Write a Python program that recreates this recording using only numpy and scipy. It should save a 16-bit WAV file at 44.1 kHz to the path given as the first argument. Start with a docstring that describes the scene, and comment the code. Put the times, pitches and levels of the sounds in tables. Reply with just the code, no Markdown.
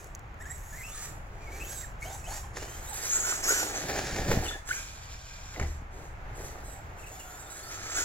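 """An electric model truck laps a carpeted outdoor track: it squirts through far corners, races past,
thumps up a wooden ramp, blips its motor in the air, lands and comes round again.
Its whine is gliding harmonics of the tooth rates; clicks and filtered grains make gears, shell and tyres.
Decaying modes ring the shell and ramp boards; shaped noise is the slap of landings and a distant town."""
import sys
import numpy as np
from scipy import signal
from scipy.fft import rfft, irfft, next_fast_len
from scipy.io import wavfile
from scipy.ndimage import map_coordinates

SR = 44100
rng = np.random.default_rng(int(sys.argv[2]) if len(sys.argv) > 2 else 0)


def wav_record(signal):
    """Record a signal, one row per channel, as 16-bit PCM in the file named by sys.argv[1]."""
    frames = np.transpose(np.atleast_2d(signal))
    bounded = np.clip(frames, -1, 1)
    # unit amplitude maps onto the largest positive 16-bit level
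    quanta = np.round(bounded * 32767).astype(np.int16)
    wavfile.write(sys.argv[1], SR, quanta)


N = 354563
TIME = np.arange(N) / SR  # s

# Squeezes of throttle or brake, plus one short treble tick of the servo or suspension at 5.672 s. # Each row:
# start in seconds, length in seconds, pinion tooth rate from Hz, to Hz, # whine level in dB at the first rate,
# gear rattle level in dB at the last rate.
THROTTLE = [(-.06, 0.073, 2240, 2334, -68, -59.5), (0.403, 0.024, 1700, 1860, -52.5, -67),
            (.43, 0.018, 1650, 1584, -58, -70), (0.453, 0.03, 1694, 1998, -51, -65),
            (0.497, 0.028, 1810, 1947, -47.5, -63), (.535, 0.023, 2056, 1907, -61, -66),
            (.57, 0.14, 1767, 1933, -66.5, -62.5), (0.725, 0.05, 1792, 1894, -55, -57),
            (.778, 0.048, 2094, 2073, -57, -56.5), (0.83, 0.07, 2386, 2900, -52.5, -54),
            (.912, 0.13, 3370, 4866, -47, -45), (1.4, 0.096, 2485, 2267, -61, -92),
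            (1.519, 0.057, 2252, 2410, -55, -57), (1.6, 0.029, 2500, 2687, -49.5, -57),
            (1.635, 0.097, 2896, 4080, -49, -48.5), (1.755, 0.066, 4110, 3674, -51, -54),
            (1.84, 0.011, 2062, 1715, -66, -65.5), (2.02, 0.027, 2118, 2284, -51, -57),
            (2.05, 0.1, 2965, 3890, -50, -53.5), (2.24, 0.017, 2456, 2560, -53, -58),
            (2.262, 0.03, 2950, 3195, -49, -54.5), (2.305, 0.065, 4203, 4825, -43.5, -48.5),
            (2.601, 0.29, 2903, 3480, -57, -51), (2.87, 0.044, 3722, 4107, -45.5, -50),
            (2.928, 0.063, 3636, 4730, -42, -40), (3.015, 0.054, 4420, 5200, -36, -37.5),
            (3.075, 0.1, 5797, 7300, -34.5, -35), (3.2, 0.12, 6500, 7350, -40, -34.5),
            (3.35, 0.062, 6670, 6230, -50, -44), (3.436, 0.035, 5313, 5716, -35.5, -34),
            (3.474, 0.049, 6010, 7076, -34, -28), (3.54, 0.099, 7540, 7130, -60, -34.5),
            (3.755, 0.023, 6215, 5880, -37.5, -44.5), (4.448, 0.035, 3130, 2647, -57, -46.5),
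            (4.688, .014, 1451, 1438, -54, -40.5), (4.707, .03, 1447, 2400, -48, -39.5),
            (4.74, 0.041, 5840, 7150, -45.5, -49), (5.672, 0.015, 5140, 4840, -59, -50.5),
            (5.928, 0.14, 3140, 3395, -84, -61.5), (6.353, 0.11, 3885, 5220, -64, -52.5),
            (6.645, 0.1, 4140, 3827, -59, -60), (6.985, 0.023, 2758, 2550, -63, -58),
            (7.022, .025, 2900, 2590, -59, -62), (7.065, 0.018, 2870, 2556, -59, -58.5),
            (7.115, .05, 3403, 3603, -54, -55.5), (7.192, 0.021, 3020, 2826, -58, -54.5),
            (7.23, 0.25, 3404, 3693, -56.5, -55), (7.5, 0.097, 3844, 4250, -54, -50.5),
            (7.625, 0.049, 4340, 4720, -44, -48), (7.682, 0.078, 4940, 6340, -44.5, -48.5),
            (7.775, 0.036, 5200, 5475, -53, -52), (7.83, 0.13, 5720, 6480, -62, -40.5),
            (7.955, 0.032, 6400, 7190, -42, -30.5)]
ATTACK_S, WHINE_FALL_S, RATTLE_FALL_S = 0.003, 0.0024, 0.053  # rise time; time constants of the fades
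RATTLE_RISE_S, RATTLE_LEAD_S = 0.018, 0.014  # the slack teeth begin to rattle just before they bite
CLIMB_DB = 10.5  # every swell climbs this far in one rise time
SPIN_UP_BEND = 1.25  # over 1: the motor gains speed fastest at first
COAST_OCTAVES_PER_S = 1.5
# As the motor speeds up, the torque drops and the rattle grows.
WHINE_DB_PER_OCTAVE, RATTLE_DB_PER_OCTAVE = -14, 21
SWAY_HZ = 60  # rms sway of the tooth rate
FLUTTER, FLUTTER_AT_HZ = .02, 7000  # rms share of flutter reached at this tooth rate
PINION_TEETH = 14

# How well the gearbox radiates a tone. Each row: frequency in Hz, level in dB.
GEARBOX = [(1500, 10), (2000, 9.5), (2750, 5.5), (3400, -9), (4500, -14), (5500, -5), (7000, -2),
           (8000, 15), (10200, -7), (12000, 0), (15000, -10)]
# Crown gear singing under a sudden load. Each row: start in seconds, length in seconds, level in dB.
GROWLS = [(2.905, .03, -42.5), (3.2, 0.1, -46), (3.478, 0.036, -31), (3.535, .025, -35), (7.1, 0.25, -54),
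          (7.965, 0.058, -38)]
# Bright click of a worn tooth. Each row: frequency in Hz, relative dB per Hz.
TOOTH_CLICK = [(800, -19), (2000, -4), (4200, -9), (6000, 0), (8200, 7), (11000, -4), (16000, -11)]
# Loose gear rattle. Each row: frequency in Hz, relative dB per Hz.
GEAR_RATTLE = [(800, -23), (2000, 2), (3200, 4.5), (5000, 1), (6500, -1), (8300, 5), (11000, -4),
               (16000, -14)]
# Boost of the gears' top treble. Each row: time in seconds, gain in dB.
BITE = [(0, 6), (.6, 13.5), (1.1, 3), (2.2, 8), (3.4, -3), (4.7, 0.5), (5.2, -12.5), (6.3, 2.5), (7.3, 5),
        (7.9, -7.5)]
# Buzz of the plastic shell. Each row: frequency in Hz, relative dB per Hz.
SHELL_BUZZ = [(500, -31), (1050, -4.5), (1400, 1), (1750, 4), (2000, -0.5), (2400, -1.5), (3100, -14.5),
              (5000, -13), (10000, -27.5)]
# Modes of the plastic shell. Each row: frequency in Hz, relative level in dB, 60 dB decay in seconds.
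SHELL_MODES = [(1583, 11.5, 0.025), (2400, 14, 0.025), (3270, 7, 0.01), (5640, 13, 0.0045),
               (7030, 9, 0.0072)]
# Tread on carpet. Each row: frequency in Hz, relative dB per Hz.
TYRE = [(100, -20), (200, -9.5), (350, 1.5), (480, -1), (600, -1.5), (800, 0.5), (1100, -18.5),
        (2000, -17.5), (5000, -39)]
SHELL_OVER_GEARS_DB, TYRES_OVER_GEARS_DB = 1, -11.5  # the drive also shakes the shell and the tyres
SHELL_BUZZ_DB = -6.5  # the shell passes on the clicks of the teeth
SLACK_SHARE = .65  # share of the drive that shakes the loose gear rattle

# Path of the car. Each row: time in seconds, distance in metres, lead of the left microphone in ms.
PATH = [(0, 14, 0.015), (.7, 28, -0.00042), (1.2, 13, -0.091), (1.6, 5.04, -0.013), (1.95, 15.8, 0.0047),
        (2.5, 14.4, 0.025), (3.1, 11.5, 0.096), (3.6, 2.25, 0.16), (4.05, 2.14, 0.02), (4.6, 2.8, 0.11),
        (5.2, 21.2, 0.06), (5.8, 27.5, 0.097), (6.45, 6.3, 0.084), (7.2, 14.2, 0.055), (8.04, 6.1, .12)]
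ROLL_DB, ROLL_RATTLE_DB = -32.5, -33.5  # tyres and loose parts of the rolling car, scaled by 1 / metres
RATTLE_LOSS_DB_PER_M = 1.42  # the carpet soaks up the treble
# Time in the air. Each row: take-off in seconds, length in seconds.
JUMPS = [(4.5, 1)]
LIFT_S, FREE_SPIN_DELAY_S = 0.12, 0.246  # wheels leave the ground; the motor is blipped and they spin on
FREE_RATTLE_DB, FREE_RING_DB = -49.5, -53.5
# Suspension squashed by bumps, ramps and the landing. Each row: start in seconds, length in seconds,
# tyre roar level in dB, rattle level in dB.
JOLTS = [(2.026, 0.083, -50.5, -55.5), (2.277, 0.084, -55, -56), (2.555, 0.018, -41.5, -44),
         (2.614, 0.017, -40.5, -46.5), (3.878, 0.028, -35.5, -37.5), (3.932, 0.062, -33, -42),
         (4.156, 0.038, -31.5, -44.5), (4.275, 0.017, -33, -40), (4.298, 0.022, -24.5, -34.5),
         (4.374, 0.067, -38, -63), (4.423, 0.043, -40, -42.5), (5.525, 0.026, -64, -48),
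         (5.559, 0.08, -40.5, -52), (5.91, 0.14, -50.5, -64), (6.375, 0.076, -47, -60),
         (7.7, 0.25, -55, -49.5)]
JOLT_RISE_S, JOLT_FALL_S = 0.014, 0.028
SHELL_OVER_JOLT_DB, RING_OVER_JOLT_DB = 6, -26  # buzz and ring of the shell against the rattle
RING_OVER_DRIVE_DB = 0

# The motor's windings sing under hard braking or from a stall. Each row: start in seconds,
# length in seconds, from Hz, to Hz, level in dB.
CHIRPS = [(1.828, 0.023, 2048, 1706, -46), (2.021, .016, 2150, 2270, -41), (4.458, .016, 3102, 2720, -38),
          (4.481, 0.02, 3560, 3510, -38), (4.522, .014, 3400, 3360, -52), (4.689, .016, 1583, 1445, -39),
          (4.707, 0.00967, 1429, 1532, -21.5), (4.723, 0.011, 1947, 2400, -32.5),
          (7.195, .015, 2983, 2896, -58)]
# A panel of the shell drones while the drive holds its speed. Each row: start in seconds,
# length in seconds, frequency in Hz, level in dB.
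DRONES = [(.84, 0.29, 1234, -55), (3.1, .24, 1334, -48), (3.875, 0.517, 1733, -47.5),
          (4.516, 0.032, 1758, -41), (4.728, 0.048, 1500, -51), (7.241, .4, 1382, -55.5),
          (7.659, .3, 1328, -48.5)]
DRONE_CHANGES_HZ = 190  # sets how wide each drone spreads round its pitch
# Tyres squealing hoarsely in tight turns. Each row: start in seconds, length in seconds,
# from Hz, to Hz, level in dB.
SQUEALS = [(2.052, .025, 649, 700, -39.5), (2.095, .06, 720, 800, -42.5), (2.272, .055, 660, 850, -42.5),
           (2.345, .04, 770, 800, -47), (2.435, .02, 1097, 850, -46), (6.68, .12, 722.6, 780, -50.5)]
# The shell clacks against its posts. Each row: time in seconds, frequency in Hz, starting level in dB.
CLACKS = [(3.324, 1250, -22), (4.512, 1417, -26), (5.562, 2050, -31), (5.597, 2260, -35),
          (5.598, 2900, -39), (5.613, 2250, -29), (5.627, 1985, -28), (5.649, 2082, -36),
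          (6.557, 1205, -36)]

# Chassis knocks. Each row: time in seconds, crack level in dB, deck thump level in dB (both before trims).
KNOCKS = [(2.569, -18, -49), (2.583, -45, -44), (2.626, -25, -61), (2.679, -24.5, -36.5), (3.504, -15, -62),
          (3.522, -12.5, -61), (3.896, -19.5, -51), (3.963, -40, -39), (4.195, -36, -23.5),
          (4.315, -9, -45), (4.326, -14, -31), (4.382, -38, -30.5), (5.597, -13.5, -29), (5.613, -34, -20),
          (5.629, -32, -44), (6.557, -36, -65)]
# Crack of the chassis. Each row: frequency in Hz, gain in dB.
CRACK = [(80, 3), (200, -10.0), (350, 11.0), (500, 14.5), (750, 2.0), (1100, 7.0), (1700, 3.5),
         (2300, 3.0), (3300, -22.0), (7000, -10.5), (15000, -42)]
# Modes of the hollow ramp boards. Each row: frequency in Hz, level in dB, 60 dB decay in seconds.
DECK = [(32, -2, 0.99), (53.4, -23, 0.69), (73.1, -2, 0.83), (113.5, -3, 0.13), (152, -6.5, 0.22),
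        (340, -15, 0.45)]
# Wheels drumming on the boards. Each row: start in seconds, length in seconds, level in dB.
BOARD_RUNS = [(3.8, 0.47, -39), (4.24, 0.14, -27.5), (5.575, 0.029, -37), (5.67, 0.2, -50)]
BOARD_RISE_S, BOARD_FALL_S = 0.043, 0.046
# Tone of the drumming. Each row: frequency in Hz, relative gain in dB.
DRUMMING = [(15, -3.5), (30, -8.0), (70, -2.0), (110, -3.0), (200, -9.0), (330, -16.5),
            (600, -18.0), (2000, -59)]
# Small clicks at the microphones. Each row: time in seconds, level in dB before a trim.
CLICKS = [(0.0438, -26.5), (0.0714, -32), (0.1503, -22.5), (0.156, -32), (0.1937, -31), (0.343, -42),
          (0.638, -36)]
# Tone of those clicks. Each row: frequency in Hz, gain in dB.
CLICK_TONE = [(500, -12), (3500, -16.0), (7000, -3.5), (15000, -14)]

# Tone of the outdoor echo. Each row: frequency in Hz, gain in dB.
ECHO = [(200, 0.0), (1200, -4.5), (4000, 4), (14000, 3.0)]
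# Distant town. Each row: frequency in Hz, relative dB per Hz.
TOWN = [(12, -6), (25, 2.5), (65, 0), (130, -7.5), (240, -22.5), (400, -24.5), (750, -18.5), (1300, -23),
        (2000, -29), (2500, -34.5), (3300, -44), (5000, -51.5), (15000, -64)]
# Stereo width of the town. Each row: frequency in Hz, gain of the side signal in dB.
TOWN_WIDTH = [(60, -18), (150, -18.0), (300, -9.0), (600, -3.5), (1200, 3.0), (8000, -4.5)]
# Town level. Each row: time in seconds, gain of the low rumble in dB, gain of the traffic hiss in dB.
TOWN_LEVEL = [(0, -40.5, -42), (2.5, -39.5, -41), (3.3, -43.5, -36), (5.3, -44, -44.5), (6.2, -39.5, -39.5),
              (6.8, -41.5, -41), (7.3, -48, -41), (8.04, -42.5, -42.5)]
# Colour of the microphone ports. Each row: frequency in Hz, left gain in dB, right gain in dB.
PORTS = [(1150, -2.5, -3), (2500, 0.5, 3), (3440, 2.5, 3.5), (5200, 1.5, 5), (6930, 12, 7),
         (7440, -5.5, 9.5), (8820, -20.5, -3.5), (10100, 6, -10.5), (10600, -0.5, 4.5), (11800, 3.5, 2.5),
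         (15500, 6, 1)]
TOP_HZ = 15900  # top of the microphones' band


def car():
    """One motor drives all the layers: meshing gears, loose teeth, a shaken shell and slapping tread."""
    hz, whine, drive = motor()
    tyre_gain, gear_gain, shell_gain, ring_gain = shaking(drive)
    speed, fluttering = unsteady(hz)
    turn = np.sin(2 * np.pi * np.cumsum(fluttering) / SR / PINION_TEETH)
    contacts = tooth_contacts(speed)
    chatter = (1 + .25 * turn) * undb(walk(130) + 1.3 * walk(30))
    tones = pinion(fluttering, whine, turn) + crown(speed)
    noises = gears(contacts, drive, gear_gain, chatter) + shell(contacts, drive, shell_gain, chatter)
    return tones + noises + shell_ring(ring_gain) + tyres(tyre_gain)


def motor():
    """Each row of THROTTLE pulls the motor to a new speed, then it coasts down: tooth rate, whine and rattle."""
    rate, whine, rattle = np.full(N, float(THROTTLE[0][2])), np.zeros(N), np.zeros(N)
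    for s, length, from_hz, to_hz, whine_db, rattle_db in THROTTLE:
        near = slice(*np.searchsorted(TIME, [s - .3, s + 1.3]))
        t = TIME[near]
        progress = np.clip((t - s) / length, 0, 1)
        hz = to_hz + (from_hz - to_hz) * (1 - progress) ** SPIN_UP_BEND
        coast = 2 ** (-COAST_OCTAVES_PER_S * np.maximum(t - s - length, 0))
        new_rate = np.where(t >= s, hz * coast, rate[near])
        slowing = np.minimum(np.log2(new_rate / rate[near]), 0)
        braking = undb(RATTLE_DB_PER_OCTAVE * slowing)  # stills the earlier rattle
        torque = undb(whine_db + WHINE_DB_PER_OCTAVE * np.log2(hz / from_hz))
        shake = undb(rattle_db + RATTLE_DB_PER_OCTAVE * np.log2(hz / to_hz))
        pull = swell(s, length, ATTACK_S, WHINE_FALL_S, t)
        loose = swell(s - RATTLE_LEAD_S, length + RATTLE_LEAD_S, RATTLE_RISE_S, RATTLE_FALL_S, t)
        rate[near] = new_rate
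        whine[near] = np.maximum(whine[near], torque * pull)
        rattle[near] = np.maximum(rattle[near] * braking, shake * loose)
    return rate, whine, rattle


def shaking(drive):
    """How hard drive, rolling, jolts and free spin excite the tyres, gears, shell and the shell's modes."""
    metres, _ = curves(PATH)
    air = sum(swell(s, length, LIFT_S, JOLT_FALL_S) for s, length in JUMPS)
    spin = sum(swell(s + FREE_SPIN_DELAY_S, length - FREE_SPIN_DELAY_S, RATTLE_RISE_S, RATTLE_FALL_S)
               for s, length in JUMPS)
    rolling = (1 - air) / metres
    squash = swells([(s, length, db) for s, length, db, _ in JOLTS], JOLT_RISE_S, JOLT_FALL_S)
    clatter = swells([(s, length, db) for s, length, _, db in JOLTS], JOLT_RISE_S, JOLT_FALL_S)
    loose = together(clatter, rolling * undb(ROLL_RATTLE_DB - RATTLE_LOSS_DB_PER_M * metres))
    tyre_gain = together(rolling * undb(ROLL_DB), squash, drive * undb(TYRES_OVER_GEARS_DB))
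    gear_gain = together(SLACK_SHARE * drive, loose, spin * undb(FREE_RATTLE_DB))
    shell_gain = together(drive * undb(SHELL_OVER_GEARS_DB), loose * undb(SHELL_OVER_JOLT_DB))
    ring_gain = together(loose * undb(RING_OVER_JOLT_DB), spin * drive * undb(RING_OVER_DRIVE_DB),
                         spin * undb(FREE_RING_DB))
    return tyre_gain, gear_gain, shell_gain, ring_gain


def unsteady(hz):
    """Bumps sway the speed; play in the teeth adds a flutter that roughens the whine at top speed."""
    speed = hz + SWAY_HZ * walk(45)
    flutter = .008 * walk(500) + FLUTTER * (hz / FLUTTER_AT_HZ) ** 2 * walk(1500)
    return speed, speed + hz * flutter


def pinion(hz, whine, turn):
    """The pinion whines at its tooth rate; it runs out of true, so its load swings once a turn."""
    swing = 1 + .35 * walk(40) * turn + .25 * walk(700)
    tone = mesh(hz, [0, -8, -12, -10, -14, -13], 3) * swing
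    return rebound(colour(tone * whine, GEARBOX), t60=.022, share_db=-8)


def crown(speed, reduction=4.7):
    """The slower crown gear growls as a sudden load comes on."""
    tone = mesh(speed / reduction * (1 + .035 * walk(250)), [0, -18], 3)
    return tone * swells(GROWLS, rise=0.0086, fall=0.0069)


def tooth_contacts(speed):
    """Worn teeth click in patterns that repeat after a few contacts and after a full turn."""
    few = worn_gear(speed * (1 + .012 * walk(200)), count=5)
    full_turn = worn_gear(speed, count=PINION_TEETH)
    return rebound(few + .55 * full_turn, t60=.012, share_db=-7)


def gears(contacts, drive, gear_gain, chatter, trim_db=-1):
    """Under load the teeth click amid a loose rattle, while the top treble comes and goes."""
    buzz = unit(colour(contacts, TOOTH_CLICK))
    rattle = unit(colour(grains(12000, 0.5), GEAR_RATTLE))
    sound = (.9 * buzz * drive + .68 * rattle * gear_gain) * chatter
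    treble = signal.sosfiltfilt(signal.butter(2, 7500, "high", fs=SR, output="sos"), sound)
    return (sound + treble * (undb(curves(BITE)[0]) - 1)) * undb(trim_db)


def shell(contacts, drive, shell_gain, chatter, trim_db=-5):
    """The plastic shell buzzes with tiny impacts and passes on the clicks of the teeth."""
    buzz = unit(colour(grains(3500, 3) * chatter, SHELL_BUZZ)) * shell_gain * undb(trim_db)
    return buzz + unit(colour(contacts, SHELL_BUZZ)) * drive * undb(SHELL_BUZZ_DB)


def shell_ring(ring_gain):
    """Random taps set off the short, decaying modes of the shell."""
    ringing = unit(signal.fftconvolve(grains(3400, 2.7), modes(SHELL_MODES))[:N])
    return ringing * ring_gain * undb(2.5 * walk(25))


def tyres(tyre_gain):
    """Tread slaps the carpet in countless small, uneven impacts."""
    return unit(colour(grains(1400, 2.2), TYRE)) * tyre_gain


def mesh(hz, levels_db, flicker_db):
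    """Harmonics of a tooth rate; the overtones flicker more than the fundamental as the load shifts."""
    phase = 2 * np.pi * np.cumsum(hz) / SR
    out = 0
    for k, db in enumerate(levels_db, 1):
        audible = np.clip((TOP_HZ - k * hz) / 1000 + 1, 0, 1)  # fades out over 1 kHz above the top
        flicker = flicker_db * (.7 if k == 1 else 1) * walk(70)
        out = out + audible * undb(db + flicker) * np.sin(k * phase)
    return unit(out)


def worn_gear(hz, count, scatter=0.3):
    """Clicks in a pattern that repeats after count contacts: uneven overtones that glide with the speed."""
    passed = np.cumsum(hz) / SR
    tooth = np.arange(int(passed[-1]))
    offset, size = rng.uniform(-1.03, 1, count), rng.choice([-1, 1], count)
    at = np.interp(tooth + offset[tooth % count], passed, np.arange(N))
    sizes = size[tooth % count] * (1 + scatter * rng.standard_normal(len(tooth)))
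    # each click is shared between the two nearest samples
    sample, part = at.astype(int), at % 1
    early = np.bincount(sample, sizes * (1 - part), N + 1)
    late = np.bincount(sample + 1, sizes * part, N + 1)
    return unit((early + late)[:N] / np.sqrt(hz))


def rebound(x, t60, share_db):
    """Sound bounces about under the shell, so a gliding tone swells and fades as it goes."""
    tail = rng.standard_normal(SR) * ring(t60)
    bounced = signal.fftconvolve(x, tail / np.linalg.norm(tail))[:N]
    return (x + undb(share_db) * bounced) / np.hypot(1, undb(share_db))


def chirps(rise=0.0048, fall=0.0018):
    """A surge of current makes the motor's windings sing a nearly pure note."""
    note = mesh(glides(CHIRPS) * (1 + .01 * walk(500)), [0, -24], 1.5)
    return note * swells([(s, length, db) for s, length, _, _, db in CHIRPS], rise, fall)


def drones(rise=0.015, fall=0.022):
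    """Narrow, unsteady resonances of the shell's panels: tones that wander in strength and phase."""
    shaken = walk(DRONE_CHANGES_HZ) + 1j * walk(DRONE_CHANGES_HZ)
    out = np.zeros(N)
    for s, length, hz, db in DRONES:
        tone = np.real(shaken * np.exp(2j * np.pi * hz * TIME))
        out += tone * undb(db) * swell(s, length, rise, fall)
    return out


def squeals(rise=0.0058, fall=0.012):
    """The tread sticks and slips on the carpet at an unsteady rate."""
    slip = mesh(glides(SQUEALS) * (1 + .1 * walk(350)), [0, -15, -17], 3)
    return slip * swells([(s, length, db) for s, length, _, _, db in SQUEALS], rise, fall)


def clacks(t60=0.02):
    """Short hollow knocks of the plastic shell, each a single decaying mode."""
    s, hz, level_db = np.transpose(CLACKS)
    return strike(s, undb(level_db), [modes([(f, 0, t60)]) for f in hz])


def knocks(crack_db=-10, thump_db=-3):
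    """The chassis slaps the ground with a burst of noise and the boards below boom in their modes."""
    s, level_db, deck_db = np.transpose(KNOCKS)
    slaps = rng.standard_normal((len(s), SR)) * ring(.045)
    cracks = colour(strike(s, undb(level_db + crack_db), slaps), CRACK)
    thumps = strike(s, undb(deck_db + thump_db), [modes(DECK)] * len(s))
    return cracks, thumps + drumming()


def drumming():
    """Wheels running over the boards drum on them in small, uneven bumps."""
    bumps = grains(1200, 2) * undb(3 * walk(50))
    return unit(colour(bumps, DRUMMING)) * swells(BOARD_RUNS, BOARD_RISE_S, BOARD_FALL_S)


def clicks(t60=0.0052, click_db=-6):
    """Dry plastic ticks close to the microphones: very short bursts of noise."""
    s, level_db = np.transpose(CLICKS)
    ticks = strike(s, undb(level_db + click_db), rng.standard_normal((len(s), SR)) * ring(t60))
    return colour(ticks, CLICK_TONE)


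def outdoors(x, casing_ms=0.17, casing=0.56, echo_db=-9, echo_t60=0.16):
    """Sound reaches the two ports in turn, once more round the casing, and scatters off ramps and trees."""
    _, lead_ms = curves(PATH)
    right = delay(x, lead_ms)
    glance = delay(right, casing_ms)
    direct = np.array([x, (right + casing * glance) / np.hypot(1, casing)])
    build_up = np.minimum(TIME[:SR] / 0.19, 1)
    scatter = rng.standard_normal((2, SR)) * ring(echo_t60) * build_up
    scatter /= np.sqrt(np.sum(scatter ** 2) / 2)
    echo = signal.fftconvolve(x[None], scatter, axes=1)[:, :N]
    return direct + undb(echo_db) * colour(echo, ECHO)


def town():
    """Far traffic and light air: the bass is shared by both ports, the hiss is diffuse."""
    mid, side = colour(rng.standard_normal((2, N)), TOWN)
    side = colour(side, TOWN_WIDTH)
    both = (mid + side * np.array([[1], [-1]])) / np.std(mid)
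    rumble = signal.sosfiltfilt(signal.butter(2, 250, "low", fs=SR, output="sos"), both)
    hiss = both - rumble
    rumble_db, hiss_db = curves(TOWN_LEVEL)
    return (rumble * undb(rumble_db) + hiss * undb(hiss_db)) * undb(.7 * walk(7))


def swell(start, length, rise, fall, time=TIME):
    """Envelope climbing in dB from before the start to full one rise after it; it fades after its length."""
    t = time - start
    climb_db = CLIMB_DB * np.clip(t / rise - 1, -8, 0)
    return undb(climb_db) * np.exp(-np.clip((t - length) / fall, 0, 30))


def swells(rows, rise, fall):
    """Joint envelope of (start, length, dB) events."""
    return together(*(undb(db) * swell(s, length, rise, fall) for s, length, db in rows))


def together(*gains):
    """Level of unrelated sounds heard at once."""
    return np.sqrt(sum(g ** 2 for g in gains))


def glides(rows):
    """Pitch through (start, length, from Hz, to Hz, dB) events."""
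    points = []
    for s, length, from_hz, to_hz, _ in rows:
        points += [(s, from_hz), (s + length, to_hz)]
    return curves(points)[0]


def curves(table):
    """Each column of a table, joined by straight lines in time."""
    s, *columns = np.transpose(table)
    return [np.interp(TIME, np.sort(s), c) for c in columns]


def walk(rate):
    """Smooth random wander of rms 1, drawn anew rate times a second."""
    fine = signal.resample_poly(rng.standard_normal(int(rate * N / SR) + 2), 4, 1)
    return unit(np.interp(TIME * rate * 4, np.arange(len(fine)), fine))


def grains(rate, spread_db):
    """Random tiny impacts of uneven size, on average rate a second."""
    hit = rng.random(N) < rate / SR
    return hit * rng.standard_normal(N) * undb(spread_db * rng.standard_normal(N))


def modes(table):
    """Ring of a set of modes after one tap."""
    return sum(undb(db) * ring(t60) * np.sin(2 * np.pi * hz * TIME[:SR]) for hz, db, t60 in table)


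def ring(t60):
    """One second of exponential decay that drops 60 dB in t60 seconds."""
    return np.exp(-np.log(1000) * TIME[:SR] / t60)


def strike(times, gains, responses):
    """Place one response at each time."""
    out = np.zeros(N + SR)
    for s, gain, response in zip(times, gains, responses):
        start = int(np.clip(s * SR, 0, N - 1))
        out[start:start + SR] += gain * response
    return out[:N]


def delay(x, ms):
    """Delay by a fixed or moving number of milliseconds."""
    return map_coordinates(x, [np.arange(N) - ms * SR / 1000], order=3)


def colour(x, points):
    """Causal minimum-phase filter with the given (Hz, dB) outline, made by folding its cepstrum."""
    hz, db = np.transpose(points)
    size = next_fast_len(N + 8192, real=True)
    freq = np.maximum(np.fft.rfftfreq(size, 1 / SR), 1)
    outline = undb(np.interp(np.log(freq), np.log(hz), db))
    cepstrum = irfft(np.log(outline), size)
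    cepstrum[1:size // 2] *= 2
    cepstrum[size // 2 + 1:] = 0
    return irfft(rfft(x, size) * np.exp(rfft(cepstrum)), size)[..., :N]


def undb(db):
    """Decibels to gain."""
    return 10 ** (np.asarray(db) / 20)


def unit(x):
    """Scale to rms 1."""
    return x / np.sqrt(np.mean(x ** 2))


def scene():
    """The car in the open air, with the boom of the boards, close clicks and the town added."""
    cracks, boom = knocks()
    truck = car() + chirps() + drones() + squeals() + clacks() + cracks
    return outdoors(truck) + boom + clicks() + town()


def record(dry):
    """Each microphone port colours the treble in its own way; a steep filter cuts the top."""
    ports = np.array(PORTS)
    heard = np.array([colour(x, ports[:, [0, k + 1]]) for k, x in enumerate(dry)])
    return signal.sosfilt(signal.ellip(10, .2, 80, TOP_HZ, fs=SR, output="sos"), heard)


dry = scene()
out = record(dry)
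wav_record(out)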